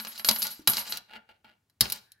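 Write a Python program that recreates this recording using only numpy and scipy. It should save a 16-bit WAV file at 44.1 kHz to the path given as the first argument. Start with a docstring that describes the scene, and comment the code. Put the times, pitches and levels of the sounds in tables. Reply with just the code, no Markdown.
"""Coins are slid off a small pile on a slatted wooden table into a hand, close up in a small room.
For the first second they clink, scrape and ring briefly, damped by fingers; at 0.29 s and 0.67 s one
slaps down hard and pings at its own pitches. Each impact excites the wood, the coins' low clack and
their high ring. In the lull that follows, a held coin rubs and taps softly on the wood.
At 1.81 s a third coin slaps down, and the last clinks die away over a faint narrow hiss."""
import sys
import numpy as np
from scipy import signal
from scipy.fft import rfft, irfft
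from scipy.io import wavfile

SR = 44100
rng = np.random.default_rng(int(sys.argv[2]) if len(sys.argv) > 2 else 0)


def output_pcm(signal):
    """Save a mono or channel-first signal as 16-bit PCM at the path in sys.argv[1].

    Samples are clipped to [-1, 1] before scaling.
    """
    pcm = np.clip(np.atleast_2d(signal).T, -1, 1) * 32767
    wavfile.write(sys.argv[1], SR, np.round(pcm).astype(np.int16))


N = 97020
TIME = np.arange(N) / SR
FFT_SIZE = 2 ** 17
HZ = np.maximum(np.arange(FFT_SIZE // 2 + 1) * SR / FFT_SIZE, 1)
SLIPS_PER_S = 6000

# coins slapping down: t/s, wood level/dB, clack level/dB, ring level/dB, thump level/dB
SLAPS = [(0.2876, -25, -14, -18, -45.5), (0.6741, -23.5, -17.5, -14, -33.5),
         (1.8084, -29.5, -17.5, -15.5, -32)]
# friction of coin on coin: t/s, level/dB
SCRAPE_LEVEL = [(0, -54), (0.2, -48.5), (0.235, -66), (0.26, -40.5), (0.39, -48), (0.455, -38),
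                (0.54, -52.5), (0.66, -69), (0.70, -45.5), (0.795, -33), (0.845, -53.5), (0.87, -41),
                (0.985, -46), (1.005, -105), (1.79, -100), (1.82, -44), (1.96, -47.5), (2.0, -63.5),
                (2.08, -78.5)]
# spectrum of the coins' high ring: f/Hz, level/dB
RING_SPECTRUM = [(1000, -47), (7500, -15), (10000, -4.5), (11700, 0), (13000, -7.5), (16000, -15.5)]
# normal modes of the slats: f/Hz, gain/dB, T60/s
SLAT_MODES = [(220, 15, .14), (875, 13, .06), (1440, 9, .03), (2274, 10, .06), (2820, 14, .04)]


def from_db(db):
    """Amplitude ratio: a factor of ten per 20 dB."""
    return 10 ** (np.asarray(db) / 20)


def decay(age, t60_s, hold_s=0):
    """Exponential damping: steady for hold_s, then falling 60 dB per t60_s."""
    return np.exp(-np.log(1000) * np.maximum(age - hold_s, 0) / t60_s)


def gains(points):
    """Magnitude response through (f/Hz, level/dB) points on a logarithmic frequency axis."""
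    hz, db = np.transpose(points)
    return from_db(np.interp(np.log(HZ), np.log(hz), db))


def envelope(points):
    """Amplitude envelope through (t/s, level/dB) points, silent outside them."""
    t, db = np.transpose(points)
    return from_db(np.interp(TIME, t, db)) * (TIME >= t[0]) * (TIME <= t[-1])


def shape(x, gain):
    """Minimum-phase filter: folding the cepstrum makes the magnitude response causal."""
    cepstrum = irfft(np.log(gain))[:FFT_SIZE // 2]
    cepstrum[1:] *= 2
    return irfft(rfft(x, FFT_SIZE) * np.exp(rfft(cepstrum, FFT_SIZE)))[..., :N]


def colour(x, spectrum):
    """Spectral shaping that conserves the power of a white signal."""
    gain = gains(spectrum)
    return shape(x, gain / np.sqrt(np.mean(gain ** 2)))


def resonate(x, modes):
    """Modal superposition: parallel damped resonators, each (f/Hz, peak gain/dB, T60/s)."""
    response = 0
    for hz, db, t60 in modes:
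        radius = decay(1 / SR, t60)
        zeros = np.array([1, 0, -1]) * (1 - radius ** 2) / 2
        poles = [1, -2 * radius * np.cos(2 * np.pi * hz / SR), radius ** 2]
        response = response + from_db(db) * signal.lfilter(zeros, poles, x + 1e-18)
    return response


def ping(t, hz, db, t60_s):
    """Free vibration of one struck mode: a damped sine, as mid and side."""
    age = np.maximum(TIME - t, 0)
    pan = np.array([[1], rng.choice([-1, 1], 1)])
    return from_db(db) * decay(age, t60_s) * np.sin(2 * np.pi * hz * age) * pan


def shifting(spread_db=3.5, step_s=0.012):
    """Random amplitude modulation as the point and force of contact shift; mean power 1."""
    knots = np.arange(0, N / SR + step_s, step_s)
    gain = from_db(spread_db * np.interp(TIME, knots, rng.standard_normal(len(knots))))
    return gain / np.sqrt(np.mean(gain ** 2))


def catches(per_s, spread_db=2.6):
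    """Poisson train of tiny impulses of uneven size, as mid and side; rms 1."""
    caught = rng.random(N) < per_s / SR
    sizes = caught * from_db(spread_db * np.minimum(rng.exponential(1, N), 4))
    return sizes / np.sqrt(np.mean(sizes ** 2)) * rng.choice([-1, 1], (2, N))


def friction(levels, per_s=SLIPS_PER_S):
    """Stick-slip force: dense catches that come in clumps."""
    return envelope(levels) * shifting() * catches(per_s)


def impacts(times, dbs, hold_s, t60_s):
    """Impact force, as mid and side: bursts of chatter that hold, die away and add in power."""
    age = TIME[:SR // 4]
    crack = from_db(3.5 * (age < 0.0011))  # the first instant is the hardest
    power = np.zeros(N)
    for t, db in zip(times, dbs):
        start = int(t * SR)
        burst = from_db(db) * decay(age, t60_s, hold_s) * crack
        power[start:start + len(age)] += burst[:N - start] ** 2
    return np.sqrt(power) * rng.choice([-1, 1], (2, N))


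def contacts(part):
    """Impact excitation of "wood", "clack" or "ring"; a slapped coin chatters longer than a clink."""
    # lighter contacts: t/s, wood level/dB, clack level/dB, ring level/dB
    clinks = [(0.0005, -36.5, -37.5, -42.5), (0.049, -38, -36, -50), (0.0699, -38.5, -38, -51),
              (0.178, -51.5, -37.5, -56), (0.196, -38, -38, -59.5), (0.247, -34, -23.5, -26),
              (0.3113, -32, -20.5, -26.5), (0.3606, -34.5, -32, -57), (0.4201, -40.5, -25.5, -30.5),
              (0.427, -45, -26.5, -25.5), (0.4685, -47.5, -29.5, -32.5), (0.698, -42, -38, -16.5),
              (0.7341, -38, -28.5, -35.5), (0.7693, -38.5, -25, -30.5), (0.781, -33.5, -38, -39),
              (0.9231, -38.5, -27, -56), (0.972, -47.5, -32.5, -34.5), (1.698, -76.5, -67.5, -66),
              (1.856, -33, -37, -61.5), (1.8998, -46, -34.5, -30), (1.922, -41.5, -25.5, -21),
              (2.119, -91, -52.5, -48)]
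    column = {"wood": 1, "clack": 2, "ring": 3}[part]
    hard, light = np.transpose(SLAPS), np.transpose(clinks)
    return (impacts(hard[0], hard[column], hold_s=0.0036, t60_s=0.032)
            + impacts(light[0], light[column], hold_s=0.00066, t60_s=0.033))


def background():
    """Filtered Gaussian noise: a quiet room, joined at the end by a faint narrow-band hiss."""
    # spectrum of the room noise: f/Hz, level/dB
    floor_spectrum = [(25, -27.5), (90, 0), (500, -20), (15000, -33)]
    band = [(1664, 0, 0.0076)]  # f/Hz, gain/dB, T60/s
    hiss = resonate(resonate(rng.standard_normal((2, N)), band), band)
    fade_in = np.clip((TIME - 2.03) / 0.056, 0, 1)
    floor = colour(rng.standard_normal((2, N)), floor_spectrum)
    return from_db(-78.5) * floor + from_db(-74) * fade_in * hiss / np.std(hiss)


def room(x):
    """Reverberation by convolution: quick reflections from table and hands, then a softer tail."""
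    # colour of the reflections: f/Hz, gain/dB
    reflection_gains = [(1200, 6.5), (16000, -14.5)]
    age, response = TIME[:SR * 3 // 4], 0
    for db, t60_s in (-8.5, 0.12), (-15.5, 0.4):
        tail = rng.standard_normal((2, len(age))) * decay(age, t60_s) * (age > 0.003)
        response = response + from_db(db) * tail / np.sqrt(np.sum(tail[0] ** 2))
    wet = signal.fftconvolve(x[:1], response, axes=1)[:, :N]
    return shape(wet, gains(reflection_gains)) * [[1], [from_db(6)]]  # more side than mid


def held_coin():
    """Forced vibration: a pinched coin, too damped to ring, rubs and taps and so drives the wood."""
    # friction of coin on wood: t/s, level/dB
    rub_level = [(1.07, -80), (1.09, -56.5), (1.16, -47.5), (1.19, -70.5), (1.26, -86), (1.315, -61),
                 (1.43, -94.5), (1.455, -65.5), (1.52, -67), (1.59, -90)]
    # soft taps: t/s, level/dB
    taps = [(1.158, -49.5), (1.29, -54.5), (1.445, -54.5)]
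    # spectrum of rubbing and tapping: f/Hz, level/dB
    rub_spectrum = [(60, -10), (850, 1.5), (1120, -9.5), (1400, -0.5), (3100, 1), (4600, -4.5), (6000, -21),
                    (16000, -22)]
    rubbing = friction(rub_level, SLIPS_PER_S / 10)
    tapping = impacts(*np.transpose(taps), hold_s=0.0039, t60_s=0.072)
    force = colour(rubbing + tapping, rub_spectrum)
    return force + resonate(force, SLAT_MODES) / 2


def wooden_table():
    """The slats act as a soundboard: they knock at contacts, thump at slaps and hum when bumped."""
    # spectrum of the knock: f/Hz, level/dB
    knock_spectrum = [(40, -16), (200, -5), (320, -9.5), (480, -4), (2800, -1), (9000, -29.5)]
    # spectrum of the thump: f/Hz, level/dB
    thump_spectrum = [(25, -23.5), (70, -4), (210, 1.5), (500, -21.5), (4000, -66.5)]
    # fingers bumping the slats: t/s, f/Hz, level/dB
    bumps = [(0.594, 301, -39), (1.856, 402, -41)]
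    knock = contacts("wood") + from_db(-7) * friction(SCRAPE_LEVEL)
    times, *_, thump_db = np.transpose(SLAPS)
    thump = colour(impacts(times, thump_db, hold_s=0.013, t60_s=0.058), thump_spectrum)
    hum = sum(ping(t, hz, db, t60_s=0.066) for t, hz, db in bumps)
    return colour(knock, knock_spectrum) + thump + resonate(knock + thump / 10, SLAT_MODES) + hum


def jingle(low_hz=5500, high_hz=15000, count=20, knocks_per_s=800, t60_s=0.018):
    """Random impulse excitation: sliding coins knock their neighbours into many brief high modes."""
    pitches = np.linspace(low_hz, high_hz, count)
    pitches += rng.uniform(-1.1, 1, count) * (high_hz - low_hz) / count / 2
    rings = sum(resonate(catches(knocks_per_s / count), [(hz, 0, t60_s)]) for hz in pitches)
    return from_db(-5.5) * envelope(SCRAPE_LEVEL) * shifting() * rings / np.std(rings)


def singing(modes_hz=(11370, 11735), linewidth_hz=80, rise_s=0.004):
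    """Friction excitation: a rim swells two close modes of a loose coin over a hiss; fingers damp them."""
    # strokes of a sliding rim: t/s, lower mode level/dB, upper mode level/dB
    strokes = [(0.005, -47, -38.5), (0.073, -36.5, -46), (0.181, -38, -45.5), (0.245, -30, -30.5),
               (0.268, -42, -25.5), (0.314, -28.5, -38.5), (0.342, -42, -30), (0.383, -29.5, -32),
               (0.422, -25.5, -43.5), (0.502, -37, -40), (0.674, -27.5, -19.5), (0.698, -30, -28),
               (0.777, -29, -35), (0.893, -38, -35)]
    tones, power = 0, 0
    for t, *dbs in strokes:
        age = TIME - t
        swell = np.clip(age / rise_s, 0, 1) * decay(age, t60_s=0.16, hold_s=0.018)
        for hz, db in zip(modes_hz, dbs):
            amplitude = from_db(db) * swell
            # a random walk of the phase broadens the spectral line
            waver = np.cumsum(rng.standard_normal(N)) * np.sqrt(2 * np.pi * linewidth_hz / SR)
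            phase = 2 * np.pi * (hz * age + rng.random((2, 1))) + waver
            tones = tones + amplitude * np.sin(phase)
            power = power + amplitude ** 2 / 2
    hiss = colour(np.sqrt(power) * catches(SLIPS_PER_S), RING_SPECTRUM)
    return tones + from_db(-7) * hiss


def coins(clack_t60_s=0.04):
    """Bending modes of discs: a shifting blend clacks near 4 kHz, higher ones ring near 11.5 kHz."""
    # spectrum of the clack: f/Hz, level/dB
    clack_spectrum = [(1500, -30), (2900, -8), (4200, 1.5), (5300, -2), (7800, -10), (16000, -13.5)]
    # lowest bending modes: f/Hz, gain/dB
    bending_modes = [(3990, 13), (4315, 10), (4612, 7), (4880, 8)]
    # each slapped coin's own pitches: t/s, [(f/Hz, level/dB), ...]
    slap_modes = [(0.288, [(4330, -17), (4880, -20), (7000, -19), (13020, -19)]), (0.674, [(3970, -12.5),
                  (9440, -23)]), (1.8086, [(4060, -15.5), (5270, -10), (9430, -15.5)])]
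    force = contacts("clack") + friction(SCRAPE_LEVEL)
    clack = colour(force, clack_spectrum)
    clack += sum(resonate(force * shifting(), [(hz, db, clack_t60_s)]) for hz, db in bending_modes)
    pings = sum(ping(t, hz, db, t60_s=0.026) for t, modes in slap_modes for hz, db in modes)
    ring = colour(contacts("ring"), RING_SPECTRUM)
    return clack + pings + ring + jingle() + singing()


def scene(notch_width=0.067, left_lag_samples=0.25):
    """Superposition of sources and room in mid and side; sum and difference give left and right."""
    # narrow dips in the spectrum: f/Hz, depth (0-1)
    notches = [(3560, 0.4), (8280, 0.3)]
    # stereo width: f/Hz, side gain/dB
    side_gains = [(170, -28.5), (550, -7.5), (4000, -6.5), (12000, -9)]
    # balance: f/Hz, level of left over right/dB
    balance = [(700, 1), (2500, 2.5), (7000, -0.1)]
    dips = [1 - depth * np.exp(-(np.log(HZ / hz) / notch_width) ** 2) for hz, depth in notches]
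    direct = shape(coins() + wooden_table() + held_coin(), np.prod(dips, axis=0))
    mid, side = from_db(-2.0) * (direct + room(direct)) + background()
    side = shape(side, gains(side_gains))
    lean = np.sqrt(gains(balance))
    left, right = shape(mid + side, lean), shape(mid - side, 1 / lean)
    delay = np.exp(-2j * np.pi * HZ * left_lag_samples / SR)
    return np.array([irfft(rfft(left, FFT_SIZE) * delay)[:N], right])


def record(dry, ceiling=1.1, cutoff_hz=15800):
    """Soft saturation rounds the hardest peaks; a steep low-pass limits the bandwidth."""
    lowpass = signal.ellip(12, 0.1, 80, cutoff_hz, fs=SR, output="sos")
    return signal.sosfilt(lowpass, ceiling * np.tanh(dry / ceiling))


dry = scene()
out = record(dry)
output_pcm(out)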